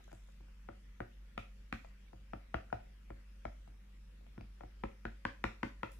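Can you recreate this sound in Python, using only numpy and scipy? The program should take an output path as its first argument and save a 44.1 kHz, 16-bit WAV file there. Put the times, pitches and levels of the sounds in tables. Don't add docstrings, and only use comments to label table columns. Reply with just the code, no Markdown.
import sys
import numpy as np
from scipy import signal
from scipy.fft import rfft, irfft, next_fast_len
from scipy.io import wavfile
from scipy.ndimage import uniform_filter1d, map_coordinates

SR = 44100
rng = np.random.default_rng(int(sys.argv[2]) if len(sys.argv) > 2 else 0)


def generate_wav(signal):
    frames = np.transpose(np.atleast_2d(signal))
    scaled = np.clip(frames, -1, 1) * 32767
    pcm = np.round(scaled).astype(np.int16)
    wavfile.write(sys.argv[1], SR, pcm)


def magnitude_from_level(level_db):
    exponent = np.asarray(level_db, float) / 20
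    return 10 ** exponent


N = 264203


def unit(x):
    return x / np.sqrt(np.mean(x ** 2) + 1e-20)


def along(points, hz):
    point_hz, value = np.transpose(points)
    return np.interp(np.log(hz + 1), np.log(point_hz + 1), value)


def curves(rows):
    time_s, *columns = np.transpose(rows)
    return [np.interp(np.arange(N) / SR, time_s, column) for column in columns]


def wobble(rate):
    knots = rng.standard_normal(int(N * rate / SR) + 4)
    return map_coordinates(knots, [np.arange(N) * rate / SR])


def filtered(x, response):
    size = next_fast_len(N + SR // 4)
    hz = np.fft.rfftfreq(size, 1 / SR)
    return irfft(rfft(x, size) * response(hz), size)[..., :N]


# pitch_hz, likeness (1 = the same, negative = opposed)
ALIKE = [(60, 0.99), (110, 0.92), (200, 0.9), (380, 0.2), (700, -0.46), (1290, 0.18), (2380, 0.13),
         (4400, -0.22), (8120, -0.071), (15000, -0.32)]


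def paired(two, hz):
    turn = np.arccos(np.clip(along(ALIKE, hz), -1, 1)) / 2
    mid, side = two[0] * np.cos(turn), two[1] * np.sin(turn)
    return np.array([mid + side, mid - side])


# pitch_hz, level_db (per Hz)
HUSH_COLOUR = [(45, -16), (61, -3), (80, -15.5), (199, -14.5), (295, -22.5), (545, -27), (678, -32),
               (1810, -26.5), (2570, -28.5), (4160, -36.5), (5400, -36.5), (8360, -43.5), (14800, -47),
               (15800, -57)]
# pitch_hz, left_over_right_db
AIR_LEAN = [(300, 0), (1500, .8), (8000, 2.6)]
# time_s, hum_pitch_hz, hum_level_db, hush_level_db
AIR_CHANGES = [(0.0, 47.5, -65.5, -72.5), (0.13, 48.15, -62.5, -75.5), (5.99, 49.8, -61.5, -75.5)]
# multiple of the hum pitch, level_db
HUM = [(1, 7), (2, -20.5), (3, -24), (4, -14), (5, -31), (9, -38.5), (11, -30.5)]
# pitch_hz, level_db (rms)
WHINE = [(5443, -103), (9808, -99)]


def hush():
    hum_hz, hum_db, hush_db = curves(AIR_CHANGES)
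    grid = signal.stft(rng.standard_normal((2, N)), nperseg=512)[2]
    patches = uniform_filter1d(rng.standard_normal(grid.shape[1:]), 6, 0)
    patches = uniform_filter1d(patches, 14, 1)
    patchy = signal.istft(grid * magnitude_from_level(2.2 * unit(patches)), nperseg=512)[1][:, :N]
    f = np.fft.rfftfreq(N, 1 / SR)
    lean = magnitude_from_level(np.outer([.5, -.5], along(AIR_LEAN, f)))
    air = irfft(paired(rfft(patchy) * magnitude_from_level(along(HUSH_COLOUR, f)), f) * lean, N)
    air = air / np.std(filtered(air[0], lambda hz: (hz > 250) & (hz < 8000)))
    turn = 2 * np.pi * np.cumsum(hum_hz + 0.25 * wobble(6)) / SR
    hum = sum(magnitude_from_level(db + (1.3 + 0.26 * k) * wobble(9)) * np.sin(k * turn + k * k) for k, db in HUM)
    t = np.arange(N) / SR
    whine = sum(magnitude_from_level(db + 0.83 * wobble(1.9)) * np.sin(2 * np.pi * hz * t + 1.7 * wobble(25))
                for hz, db in WHINE)
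    return magnitude_from_level(hush_db + 4.0) * air + np.sqrt(2) * (magnitude_from_level(hum_db) * hum + whine)


# pitch_hz, level_db (per Hz)
RUMBLE = [(18, -31), (26, 4.5), (40, 6), (49, 2), (62, -3), (72, -12.5), (90, -46)]


def building():
    return magnitude_from_level(-68.5) * unit(filtered(rng.standard_normal(N), lambda hz: magnitude_from_level(along(RUMBLE, hz))))


# pitch_hz, time_s
ROOM_DECAY = [(100, 0.069), (500, 0.38), (1500, 0.29), (4000, 0.38), (12000, 0.58)]
# pitch_hz, level_db
ROOM_LEVEL = [(60, -23), (200, -1), (700, -9), (1500, -4.5), (3000, -2), (8000, 2), (15000, -3.5)]


def room(size, gap):
    hz, t, grid = signal.stft(rng.standard_normal((2, size)), SR, nperseg=256)
    fading = grid * magnitude_from_level(-60 * t / along(ROOM_DECAY, hz)[:, None])
    tail = signal.istft(fading, SR, nperseg=256)[1][:, :size]
    swell = np.clip(np.arange(size) / SR / gap - .4, 0, 1) ** 2
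    tail = tail * swell * np.linspace(1, 0, size) ** .5
    f = np.fft.rfftfreq(size, 1 / SR)
    return paired(rfft(tail / np.linalg.norm(tail[0])), f) * magnitude_from_level(along(ROOM_LEVEL, f))


def ring(modes, f, luck, detune):
    out = 0
    for k, (hz, width, db) in enumerate(modes):
        centre = hz * (1 + detune * luck[k, 0])
        resonance = 1j * f * width / (centre * centre - f * f + 1j * f * width)
        out = out + (-1) ** k * magnitude_from_level(db + 1.9 * luck[k, 1]) * resonance
    out = out * (1j * f / (1j * f + .5 * modes[0][0])) ** 2
    contact = (1 + 1j * f / (2.87 * hz)) ** 4
    return out * SR / (2 * np.pi * modes[0][1]) / contact


# pitch_hz, left_over_right_db
PORT_SHADE = [(350, 0), (520, 2), (720, 8), (850, 12), (1000, 6), (1370, 5), (1600, 1), (2200, -1),
              (2900, 5), (4200, -3), (6800, 4), (9000, -1)]
# pitch_hz, lead_rad
PORT_LEAD = [(150, 0), (380, 1), (600, 2.8), (720, 3.2), (850, 5.1), (1000, 6.5), (1900, 6.6), (2600, 7.9),
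             (3600, 7.7), (5000, 9.7), (8000, 12.4), (11000, 13)]
# pitch_hz, late_s
TABLE_TRAVEL = [(60, .009), (110, .007), (200, 0), (500, .0006), (1000, 0)]
# late_s, level_db
ECHOES = [(.0065, -13), (0.0132, -15), (.021, -33), (.031, -21.5)]


def blows(times, levels_db, spots, families, tails, grit_s):
    size, lead_in = 2 * tails.shape[-1] - 2, 512
    f = np.fft.rfftfreq(size, 1 / SR)
    sides = np.array([[.5], [-.5]])
    ports = magnitude_from_level(sides * along(PORT_SHADE, f)) * np.exp(1j * sides * along(PORT_LEAD, f))
    travel = np.exp(-2j * np.pi * np.cumsum(along(TABLE_TRAVEL, f)) * f[1])
    echoes = sum(magnitude_from_level(db) * np.exp(-2j * np.pi * f * late) for late, db in ECHOES)
    echoes = echoes / (1 + 1j * f / 1800) ** 2
    onset = np.clip((np.arange(size) - lead_in) / (.0005 * SR) + 1.8, 0, 1)
    out = np.zeros((2, N + size + lead_in))
    for k, (s, row_db, spot) in enumerate(zip(np.ravel(times), levels_db, spots)):
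        luck = rng.standard_normal((5, 4, 2))
        bent = f * (1 + 0.0071 * spot)
        body = sum(magnitude_from_level(db) * ring(modes, bent, chance, detune=0.038)
                   for modes, db, chance in zip(families, row_db, luck))
        if grit_s:
            chatter = rng.standard_normal((2, 800)) * magnitude_from_level(-60 * np.arange(800) / SR / grit_s)
            body = body * np.exp(1j * np.angle(rfft(chatter, size)))
        heard = body * ((travel + echoes) * ports + tails[k % len(tails)])
        delay = np.exp(-2j * np.pi * f * (lead_in + s * SR % 1 + grit_s * SR / 8) / SR)
        out[:, int(s * SR):][:, :size] += irfft(heard * delay, size) * onset
    return out[:, lead_in:N + lead_in]


# start_s, force_db, hand_weight_db, tip_hardness_db, spot (rim -1 to bottom 1)
STROKES = [(0.1288, -52.5, 3.5, 4, 1.8), (.407, -59.5, 8.5, 6, -0.35), (.688, -37, -3.5, -11, 0.13),
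           (1.004, -31.5, 0.1, -4, -0.47), (1.378, -29.5, -3, 2.5, -0.84), (1.726, -28.5, -3, 9.5, -1),
           (1.847, -48.5, -29, 3, 0.3), (2.132, -49, 1.5, -7, 0.6), (2.334, -35, -1.5, -1.5, 0.31),
           (2.5429, -28, -2.5, 1.1, 1.1), (2.7273, -32, -0.9, 2, 1.1), (3.1039, -40, 1, -3.5, -0.39),
           (3.4529, -33.5, -2.5, 2, 1.01), (3.6763, -60, 5.2, 9, 1.5), (4.3786, -44, 8, 0.5, 0.029),
           (4.4094, -54, 10.5, 16, .9), (4.6082, -41.5, -8, -5, -0.025), (4.6351, -48, 4.5, -5, 0.83),
           (4.837, -29, 0, -4, -1.38), (5.0529, -30.5, 0.9, -0.5, -0.51), (5.2519, -23, -5.5, -2.5, -1.59),
           (5.4408, -23, 0.7, 4.5, -1.54), (5.631, -25, 1.9, 3.5, -1.67), (5.8321, -25.5, -3.5, -1, -1.29)]
# start_s, force_db, hand_weight_db, tip_hardness_db, spot (rim -1 to bottom 1)
TOUCHES = [(0.0044, -63.5, -2, -4, 1.3), (0.079, -62, -15, -3, 1.3), (0.1165, -53.5, -5, 13.5, .1),
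           (0.2867, -62, -5, -5, -0.055), (0.4835, -63, -15, -4, -0.3), (4.235, -73, -5, -10, 0.93),
           (3.936, -77, 19, -5, .1), (4.2104, -66, -18, -14, 1.1), (4.2655, -59, -15, 11, -0.66)]


def contacts():
    return np.transpose(np.vstack([STROKES, TOUCHES]))


def balance(db, spot, tip, answers, hard):
    place = np.c_[np.ones(len(spot)), spot]
    return db[:, None] + place @ np.transpose(answers) + np.outer(tip, hard)


def firmness(force, firm):
    return np.outer(force + 32, firm)


# pitch_hz, width_hz, level_db
SLAP = [(1195, 197.6, -0.78), (1436, 99, 0.91)]
FLOOR = [(565.6, 32.5, 0)]
WALL = [(689, 85, 0.26)]
RIM = [(939, 457, -1.44), (1032, 234, -0.41)]
EDGE = [(1790, 327, 4), (2020, 900, -8)]
# level_db over the force, change_db per unit of spot
KNOCK_ANSWER = [(1.5, 1), (-6.5, 0.4), (3, 5.5), (-1.7, -11), (-1.1, -0.8)]
KNOCK_HARD = [0.089, -0.36, 0.098, -0.22, 0.23]
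KNOCK_FIRM = [.2, -0.16, -0.04, -0.2, 0.088]


def sticks(tails):
    s, force, weight, tip, spot = contacts()
    levels = balance(force, spot, tip, KNOCK_ANSWER, KNOCK_HARD) + firmness(force, KNOCK_FIRM)
    return blows(s, levels, spot, (SLAP, FLOOR, WALL, RIM, EDGE), tails, grit_s=0)


# pitch_hz, width_hz, level_db
BOOM = [(187.6, 73, -7.5), (214.2, 58, 2.5)]
BELLY = [(292.5, 52.8, -0.29), (336.7, 67.5, -0.054)]
TABLE = [(105.9, 11.7, 5.5), (138, 45, -22.5)]
LEGS = [(57.5, 28, 10)]
# level_db over the force, change_db per unit of spot
THUD_ANSWER = [(-2, 0.016), (-2, 1.45), (-12.5, 4.35), (-10.5, 3.2)]
THUD_HARD = [-0.029, -0.15, -0.035, -0.12]


def thuds(tails):
    s, force, weight, tip, spot = contacts()
    levels = balance(force + weight, spot, tip, THUD_ANSWER, THUD_HARD)
    return blows(s - .0008, levels, spot, (BOOM, BELLY, TABLE, LEGS), tails, grit_s=0)


# pitch_hz, width_hz, level_db
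TICK = [(2920, 1400, 14), (3520, 200, -16)]
CLACK = [(2456, 342, 1.2)]
SNAP = [(4970, 230, 0.0025)]
CRISP = [(7400, 3600, 0)]
FIZZ = [(8950, 1420, -24), (10970, 3900, 23)]
# level_db over the force, change_db per unit of spot
TICK_ANSWER = [(-31.5, 0.8), (-6, -0.8), (-28, 5), (-67, 42), (-50, -0.5)]
TICK_HARD = [-0.064, 0.057, 0.34, .3, -.3]
TICK_FIRM = [0.11, 0.091, -.05, .05, -0.11]


def tips(tails):
    s, force, weight, tip, spot = contacts()
    levels = balance(force + tip, spot, tip, TICK_ANSWER, TICK_HARD) + firmness(force, TICK_FIRM)
    return blows(s - .0002, levels, spot, (TICK, CLACK, SNAP, CRISP, FIZZ), tails, grit_s=0.00595)


# start_s, level_db
GRAZES = [(.0825, -60), (.0895, -60), (.097, -59), (2.702, -48.5), (0.2899, -64), (.4848, -64)]
# pitch_hz, width_hz, level_db
SKIM = [(1490, 100, 2.5)]


def skims(tails):
    start_s, level_db = np.hsplit(np.array(GRAZES), [1])
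    return blows(start_s, level_db, np.zeros(len(GRAZES)), [SKIM], tails, grit_s=0)


# start_s, level_db
THREADS = [
    (5.9176, -53),
    (5.929, -62),
]
# level_db of snap, crisp and fizz
THREAD_BALANCE = [-7, -3, -14]


def threads(tails):
    start_s, level_db = np.transpose(THREADS)
    levels = level_db[:, None] + np.array(THREAD_BALANCE)
    return blows(start_s, levels, 0 * level_db, (SNAP, CRISP, FIZZ), tails, grit_s=0.005)


def knocks():
    tails = np.array([room(size=16384, gap=0.0067) for _ in range(7)])
    return sticks(tails) + thuds(tails) + tips(tails) + skims(tails) + threads(tails)


# pitch_hz, level_db (per Hz)
SKIN = [(2060, -34), (3500, 7.5), (4520, -9), (7000, 5.5), (8500, -9), (10900, -8), (14500, -17),
        (15500, -29)]
# start_s, hold_s, level_db
SLIPS = [
    (0.032, 0.27, -79.5),
    (0.098, 0.0092, -79),
    (1.727, 0.01, -79),
    (1.84, 0.01, -77),
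    (5.9, 0.0092, -73.5),
]


def fingers():
    grain = magnitude_from_level(5.8 * wobble(260)) * rng.standard_normal((2, N))
    rub = unit(filtered(grain, lambda hz: magnitude_from_level(along(SKIN, hz))))
    t = np.arange(N) / SR
    grip_s, let_go_db_per_s = 0.01, 250
    touch = 0
    for start, hold, db in SLIPS:
        grip = np.clip((t - start) / grip_s, 0, 1)
        let_go_s = np.clip(t - start - grip_s - hold, 0, None)
        touch = touch + grip * magnitude_from_level(db - let_go_db_per_s * let_go_s)
    return rub * touch


def scene():
    return knocks() + hush() + building() + fingers()


def roll_off(x):
    return signal.sosfilt(signal.butter(12, 15500, fs=SR, output="sos"), x)


def record(dry):
    return roll_off(dry)


dry = scene()
out = record(dry)
generate_wav(out)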